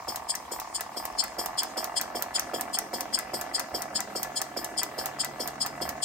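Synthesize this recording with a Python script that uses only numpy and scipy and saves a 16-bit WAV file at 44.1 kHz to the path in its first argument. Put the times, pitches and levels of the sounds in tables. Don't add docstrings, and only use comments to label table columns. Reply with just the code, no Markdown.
import sys
import numpy as np
from scipy import signal
from scipy.fft import rfft, irfft, next_fast_len
from scipy.io import wavfile
from scipy.ndimage import uniform_filter1d

SR = 44100
rng = np.random.default_rng(int(sys.argv[2]) if len(sys.argv) > 2 else 0)


def ratio_of_db(decibels):
    return 10 ** (np.asarray(decibels, float) / 20)


def transcribe(signal):
    frames = np.atleast_2d(signal).T
    limited = np.clip(frames, -1, 1)
    pcm = np.round(limited * 32767).astype(np.int16)
    wavfile.write(sys.argv[1], SR, pcm)


N = 266364
T = np.arange(N) / SR
SIDES = np.array([[1], [-1]])

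# piston reversal in seconds, thump in dB,
# crank-end puff in dB, head-end puff in dB.
TURNS = [(0.08, -32, -33.5, -28.5), (0.515, -31, -37.5, -32.5), (0.966, -32, -34.5, -25),
         (1.385, -28.5, -32, -23.5), (1.771, -29, -31.5, -28), (2.151, -27, -36.5, -28.5),
         (2.537, -25, -38, -29), (2.933, -26, -33.5, -26), (3.336, -27, -32, -26),
         (3.743, -27.5, -33.5, -26), (4.154, -27.5, -32, -27.5), (4.567, -28, -34, -25.5),
         (4.981, -29, -32.5, -27.5), (5.398, -27, -32, -27.5), (5.813, -28.5, -34, -27.5)]
CRANK_LAG_S = 0.0099
# time in seconds, teeth passed.
TEETH = [(0.0, 0.94), (0.302, 13.13), (0.453, 18.86), (0.906, 35.35), (1.057, 41.04), (1.208, 47.1),
         (1.51, 59.9), (2.416, 99.63), (2.869, 119.09), (3.322, 137.98), (4.53, 187.48), (5.285, 217.76),
         (5.738, 236.29), (6.04, 248.32)]
# time in seconds, phone angle in degrees.
PHONE = [(0, 6.4), (.2, 18), (.5, 1.2), (.9, 18.5), (1.3, 23.3), (1.7, 27.6), (2.1, 28), (2.6, 45),
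         (3.2, 66), (4, 69), (6.04, 50)]
GEAR_IN_VIEW_DEG = (3.3, 29)
# centre in Hz, width in Hz, level in dB.
JET = [(11610, 2600, -5.5), (12300, 460, 5.5), (13400, 1060, 2.5), (14900, 620, 0), (15500, 290, -8)]
# pitch in Hz, level in dB, t60 in seconds.
LATCH = [(11340, 3.5, 0.0018), (12670, 1, 0.0061), (14240, 9.5, 0.0028), (15900, -17, 0.0013)]
# pitch in Hz, level in dB, t60 in seconds.
VALVE = [(4550, -2.5, 0.0049), (5940, 3, 0.0084), (7480, 5.5, 0.004), (9200, 4, 0.0056)]
# pitch in Hz, level in dB, t60 in seconds.
DASHPOT = [(766, 4, 0.025), (1035, 4.5, 0.017), (1302, 2.5, 0.021), (1610, 8.5, 0.01), (1760, 7.5, 0.013),
           (1990, 0.5, 0.031), (2530, 1, 0.0076)]
# pitch in Hz, level in dB, t60 in seconds.
BASE = [(221, -8.5, 0.043), (288, -5.5, 0.067), (367, 3.5, 0.028), (456, 1.5, 0.039), (535.3, -0.5, 0.086)]
# pitch in Hz, level in dB, t60 in seconds.
FRAME = [(639, 1.5, 0.042), (712, -4, 0.04), (713.4, 2, 0.074), (785, -3.5, 0.067), (939.5, -8.5, 0.1),
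         (1018, -4, 0.062), (1294, -4, 0.037), (1530, -3.5, 0.016), (1724, -12, 0.14), (2008, -3, 0.021),
         (2319, -11.5, 0.048), (2780, -15.5, 0.06)]


def unit(x):
    return x / np.sqrt(np.mean(x ** 2))


def band(x, hz, width):
    return signal.lfilter(*signal.iirpeak(min(hz, .45 * SR), hz / width, SR), x)


def walk(rate):
    k = int(SR / rate)
    held = np.repeat(rng.standard_normal(N // k + 1), k)
    return uniform_filter1d(held, k)[:N]


def noise_in(peaks, wander_db=0):
    jet = rng.standard_normal(N)
    out = np.zeros(N)
    for k, (hz, width, db) in enumerate(peaks):
        gain = ratio_of_db(db + wander_db * walk(5.5))
        out += (-1) ** k * gain * band(band(jet, hz, 2.0 * width), hz, 2.0 * width)
    return unit(out)


def strike(times, db, modes, scatter_db=5.0):
    at = (np.asarray(times) * SR).astype(int).clip(0, N - 1)
    chance = rng.standard_normal((len(at), len(modes)))
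    out = np.zeros(N)
    for k, (hz, mode_db, t60) in enumerate(modes):
        blows = np.zeros(N)
        np.add.at(blows, at, ratio_of_db(db + mode_db + scatter_db * chance[:, k]))
        pole = np.exp(2j * np.pi * hz / SR - np.log(1000) / (max(t60, .001) * SR))
        out += (-1) ** k * signal.lfilter([1], [1, -pole], blows).imag
    return out / np.sqrt(len(modes))


def nearest(times, values):
    times = np.asarray(times)
    halfway = (times[1:] + times[:-1]) / 2
    return np.asarray(values)[np.searchsorted(halfway, T)]


def panned(x, db):
    return x * ratio_of_db(SIDES * db / 2)


def turned(s, span, ends):
    return np.interp(np.interp(s, *np.transpose(PHONE)), span, ends)


def facing(s):
    angle = np.interp(s, *np.transpose(PHONE))
    return np.exp(-.5 * ((angle - 38) / 10.7) ** 2)


def exhaust(s, db, modes, usual_db, low_db, high_db, jet_db, pan_db, gain_db,
            rise, fall, jet_lead, jet_fall, jet_shut, alike):
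    age = T - nearest(s, s)

    def burst(age, fall):
        opening = np.abs(np.minimum(age, 0) / rise) ** 2.4
        bleeding = (np.hypot(np.maximum(age, 0), rise / 3) - rise / 3) / fall
        return np.exp(-opening - bleeding)

    def wide(peaks):
        shared = alike * noise_in(peaks, 2.6)
        return shared + np.sqrt(1 - alike ** 2) * SIDES * noise_in(peaks)

    def pipe_between(low_hz, high_hz):
        return wide([mode for mode in modes if low_hz <= mode[0] < high_hz])

    flow = burst(age, fall)
    jet_flow = burst(age + jet_lead, jet_fall) * np.exp(-np.maximum(age - jet_shut, 0) / 0.028)
    middle, low, high = pipe_between(3700, 6200), pipe_between(0, 3700), pipe_between(6200, SR)
    outer = ratio_of_db(low_db + 8.5 * facing(T)) * low + ratio_of_db(high_db) * high
    puff_db = nearest(s, db)
    effort = ratio_of_db(0.16 * (puff_db - usual_db))
    pipe = ratio_of_db(puff_db) * middle + effort * outer
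    jet = effort * ratio_of_db(jet_db) * wide(JET)
    return panned((flow * pipe + jet_flow * jet) * ratio_of_db(gain_db), pan_db)


def puffs():
    # pitch in Hz, width in Hz, level in dB.
    pipe = [(3256, 150, -10), (3940, 160, -21), (4239, 23.4, -4.5), (4556, 83, -3.5), (5052, 94, 2),
            (5320, 27, -1), (6370, 100, -25), (6340, 28, -17.5), (6958, 92, -4.5), (7616, 20, -8.5),
            (8280, 400, -6.5), (8300, 15, -44), (9000, 28, -2), (9420, 70, -20.5), (9400, 71, -11),
            (10940, 81, -38)]
    # pitch in Hz, width in Hz, level in dB.
    crank_passage = [(4940, 27, 2), (5480, 230, -6), (5540, 120, -30)]
    s, _, crank_db, head_db = np.transpose(TURNS)
    head_tooth = 13.24 + 16.795 * np.arange(len(s))
    head_s = np.interp(head_tooth, *np.transpose(TEETH)[::-1])
    head = exhaust(head_s, head_db, pipe, usual_db=-27, low_db=-39.5, high_db=-27.7, jet_db=-46,
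                   pan_db=-2, gain_db=0.48, rise=0.014, fall=0.0081, jet_lead=0.0066,
                   jet_fall=0.016, jet_shut=.045, alike=0.81)
    crank = exhaust(s + CRANK_LAG_S, crank_db, pipe + crank_passage, usual_db=-31.5, low_db=-46.5,
                    high_db=-35.5, jet_db=-42.7, pan_db=-3.5, gain_db=0.49, rise=0.0076, fall=0.019,
                    jet_lead=0.0038, jet_fall=0.085, jet_shut=.072, alike=0.86)
    return head + crank


def valves():
    # time in seconds, peak in dB, body ring in dB.
    snaps = [(0.1588, -18.5, -12.5), (0.3518, -20, -6), (0.599, -20.5, -16), (0.8076, -18, -11),
             (1.053, -19, -18), (1.2386, -19.5, -10.5), (1.4591, -17.5, -19), (1.6325, -18, -10),
             (1.8427, -18, -16.5), (2.0124, -15.5, -18), (2.2228, -16.5, -13), (2.395, -17.5, -10),
             (2.6095, -18, -8.5), (2.7871, -15.5, -9), (3.0071, -17, -10), (3.1885, -17.5, -8.5),
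             (3.4121, -19, -12), (3.5951, -16.5, -6), (3.8197, -20.5, -7), (4.0043, -19.5, -4.5),
             (4.2301, -16, -14), (4.4157, -18, -5.5), (4.6444, -19, -10.5), (4.8317, -15.5, -10),
             (5.058, -16, -23), (5.246, -18, -9.5), (5.4751, -17.5, -16), (5.662, -19, -6.5),
             (5.891, -18.5, -16)]
    s, db, body_db = np.transpose(snaps)
    late = rng.uniform(0.66, 1.4, (len(s), 2))
    times = np.concatenate([s + .0006, s + .0036 * late[:, 0], s + .0065 * late[:, 1]])
    rebound_db = np.repeat([0, -11., -17.], len(s))
    latch_db = np.tile(db, 3) + rebound_db + 0.5
    latch = np.array([strike(times, latch_db, LATCH, 2.2) for _ in range(2)])
    body = strike(times + .0003, np.tile(db + body_db, 3) + rebound_db + 4.0, VALVE)
    pot_db = np.resize([-38, -32.5], len(s)) + turned(s, GEAR_IN_VIEW_DEG, (-3.5, 1.4))
    clatter = s[:, None] + np.linspace(-.013, .011, num=7) + .0012 * rng.standard_normal((len(s), 7))
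    build_db = np.array([3.0, -0.5, 3.0, -0.5, 3.5, 2.0, -12.0])
    pot = strike(clatter.ravel(), (pot_db[:, None] + build_db).ravel() - 3.0, DASHPOT, 3.8)
    age = T - nearest(s, s)
    shaking = (age > 0) * np.exp(-np.abs(age) / 0.014) * ratio_of_db(nearest(s, db) - 29)
    rods = [(5270, 4460, 0), (8860, 4100, 0)]  # Hz, width Hz, dB
    rattle = shaking * np.array([noise_in(JET) + ratio_of_db(11.5) * noise_in(rods) for _ in range(2)])
    return panned(latch + rattle, -8.5 * facing(T) - 1.0) + body + pot


def thumps():
    s, db = np.transpose(TURNS)[:2]
    times = np.concatenate([s, s + 0.00831, s + .021])
    later_db = np.repeat([0, -9., -14.], len(s)) + 4.0
    frame_db = db + turned(s, GEAR_IN_VIEW_DEG, (-3.5, -1.7))
    base = strike(times, np.tile(db, 3) + later_db, BASE, 1.3)
    return base + strike(times - .003, np.tile(frame_db, 3) + later_db, FRAME, 2.9)


def governor():
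    # pitch in Hz, level in dB, t60 in seconds.
    tooth_modes = [(692, -9.5, 0.017), (910, -2, 0.021), (1021, 3.5, 0.015), (1092.5, 3, 0.013),
                   (1805, -17, 0.031), (2230, -9.5, 0.0076)]
    s, teeth = np.transpose(TEETH)
    tooth = np.arange(1, teeth[-1])
    chance = rng.standard_normal((len(tooth), 4))
    entry = np.interp(tooth - .17, teeth, s) + .0006 * chance[:, 0]
    leave = np.interp(tooth + .14, teeth, s) + .001 * chance[:, 1]
    times = np.concatenate([entry, leave])
    db = np.concatenate([1.3 * chance[:, 2], 2 * chance[:, 3] - 6])
    reversal = np.transpose(TURNS)[0]
    since = times - reversal[(np.searchsorted(reversal, times) - 1).clip(0)]
    db = db + 4.1 * np.exp(-.5 * ((since - .07) / 0.067) ** 2)
    knock = unit(strike(times, db, tooth_modes, 1))
    knock = unit(uniform_filter1d(knock, size=9))
    ringing = unit(strike(times, db, FRAME, 1.53))
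    links = rng.uniform(size=(1200, 3))
    shaken_tooth = links[:, 0] * teeth[-1] // 1 + .65 * links[:, 1] - .25
    shaken = np.interp(shaken_tooth, teeth, s)
    rattle = unit(strike(shaken, 12 * links[:, 2], FRAME + DASHPOT[2:] + BASE))
    knock = ratio_of_db(turned(T, (27, 153), (-43, -55.5))) * knock
    ringing = ratio_of_db(turned(T, GEAR_IN_VIEW_DEG, (-60.5, -46.5))) * ringing
    return knock + ringing + ratio_of_db(turned(T, GEAR_IN_VIEW_DEG, (-65.5, -47))) * rattle


def gland():
    s = np.transpose(TURNS)[0] + CRANK_LAG_S
    age = T - nearest(s, s)
    leak = np.exp(-.5 * ((age + .058) / .02) ** 2) * noise_in(JET) * ratio_of_db(-62)
    tick = strike(s + .15, -47., LATCH + VALVE)
    loose_link = strike([1.281], -34, VALVE + DASHPOT[3:], 1.3)
    return leak + tick + loose_link


def board():
    # pitch in Hz, width in Hz, level in dB.
    table_top = [(127, 33, -6), (208.8, 8.9, 3.5), (290.4, 47, -1)]
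    return ratio_of_db(turned(T, (12, 35), (-69.5, -53.5))) * noise_in(table_top, 3.2)


def motor():
    # time in seconds, pitch in Hz, level in dB.
    hum = [(1.7, 137.4, -70), (2.3, 137.5, -70), (3.2, 137.5, -67), (3.86, 143.1, -61), (4.9, 140.3, -63),
           (5.1, 141.5, -56), (6.04, 140.5, -55)]
    s, hz, db = np.transpose(hum)
    phase = 2 * np.pi * np.cumsum(np.interp(T, s, hz)) / SR
    tone = np.sin(phase) + ratio_of_db(-2 + 3 * walk(9)) * np.sin(phase * 3 / 2)
    level_db = np.interp(T, s, db, left=-80.) + 1.7 * walk(7.7)
    return np.sqrt(2) * ratio_of_db(level_db) * tone


def shop():
    # frequency in Hz, level in dB per Hz.
    spectrum = [(28, -45), (40, -26.5), (55, -4), (75, -15.5), (160, -18.5), (290, -7.5), (443, -19),
                (900, -17.5), (3760, -29), (5160, -26.5), (6050, -26), (8530, -28.5), (10500, -43),
                (13700, -37)]
    at, per_hz = np.transpose(spectrum)
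    out = 0
    for hz in 32 * 2 ** (np.arange(28) / 3):
        mid, side = (band(band(rng.standard_normal(N), hz, hz / 3), hz, hz / 3) for _ in range(2))
        db = np.interp(np.log(hz), np.log(at), per_hz)
        db = db + 3.7 * min(1, 1600.0 / hz) * walk(5) + 4.0 * walk(25)
        out = out + ratio_of_db(db) * (mid + min(0.087 + hz / 1230.0, 1) * side * SIDES)
    return unit(out) * ratio_of_db(-48)


def room(x, wet_db):
    # band centre in Hz, t60 in seconds.
    decay = [(150, 0.27), (700, 0.15), (2000, 0.41), (5000, 0.33), (12000, 0.14)]
    age = T[:SR // 2]
    tail = 0
    for hz, t60 in decay:
        mid, side = band(rng.standard_normal((2, len(age))), hz, 1.06 * hz)
        diffuse = unit(mid + min(hz / 790.0, 1) * side * SIDES)
        tail = tail + diffuse * np.exp(-np.log(1000) * age / t60)
    tail = tail * np.minimum(age / 0.0045, 1)
    tail = tail / np.sqrt((tail ** 2).sum(1, keepdims=True))
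    return ratio_of_db(wet_db) * signal.fftconvolve(x.mean(0, keepdims=True), tail, axes=1)[:, :N]


def ports(x):
    # frequency in Hz, left minus right in dB.
    port_db = [(60, 3), (200, 2.5), (380, -3), (700, -8.5), (1290, 10), (2380, -4), (4400, 8), (8120, 7.5),
               (15000, -3)]
    # frequency in Hz, left lead in radians.
    port_lead = [(0, 0), (1030, -0.3), (2070, -1.5), (2410, 0.2), (2760, -0.6), (5000, 1.5), (5510, 0.7),
                 (6890, 7.8), (8440, 3.9), (9130, 6.6), (10400, 3.2), (11800, 0.1), (15800, 6.0),
                 (16400, 0.8)]
    size = next_fast_len(N + SR // 10)
    hz = np.arange(size // 2 + 1) * SR / size
    log_gain = np.interp(hz, *np.transpose(port_db)) * np.log(10) / 20
    ratio = log_gain + 1j * np.interp(hz, *np.transpose(port_lead))
    return irfft(rfft(x, size) * np.exp(SIDES * ratio / 2), size)[:, :N]


def scene():
    engine = puffs() + valves() + thumps() + governor() + gland()
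    engine = signal.sosfilt(signal.butter(3, 190., "high", fs=SR, output="sos"), engine)
    return ports(engine) + room(engine, -11.0) + board() + motor() + shop()


def low_pass(x):
    return signal.sosfilt(signal.butter(12, 16820, fs=SR, output="sos"), x)


def record(dry):
    dry = dry - 0.14 * band(dry, 9940, 1160.0)
    top_cut = signal.ellip(6, .3, 36, 15900, fs=SR, output="sos")
    mix = signal.sosfilt(top_cut, dry)
    return low_pass(mix)


dry = scene()
out = record(dry)
transcribe(out)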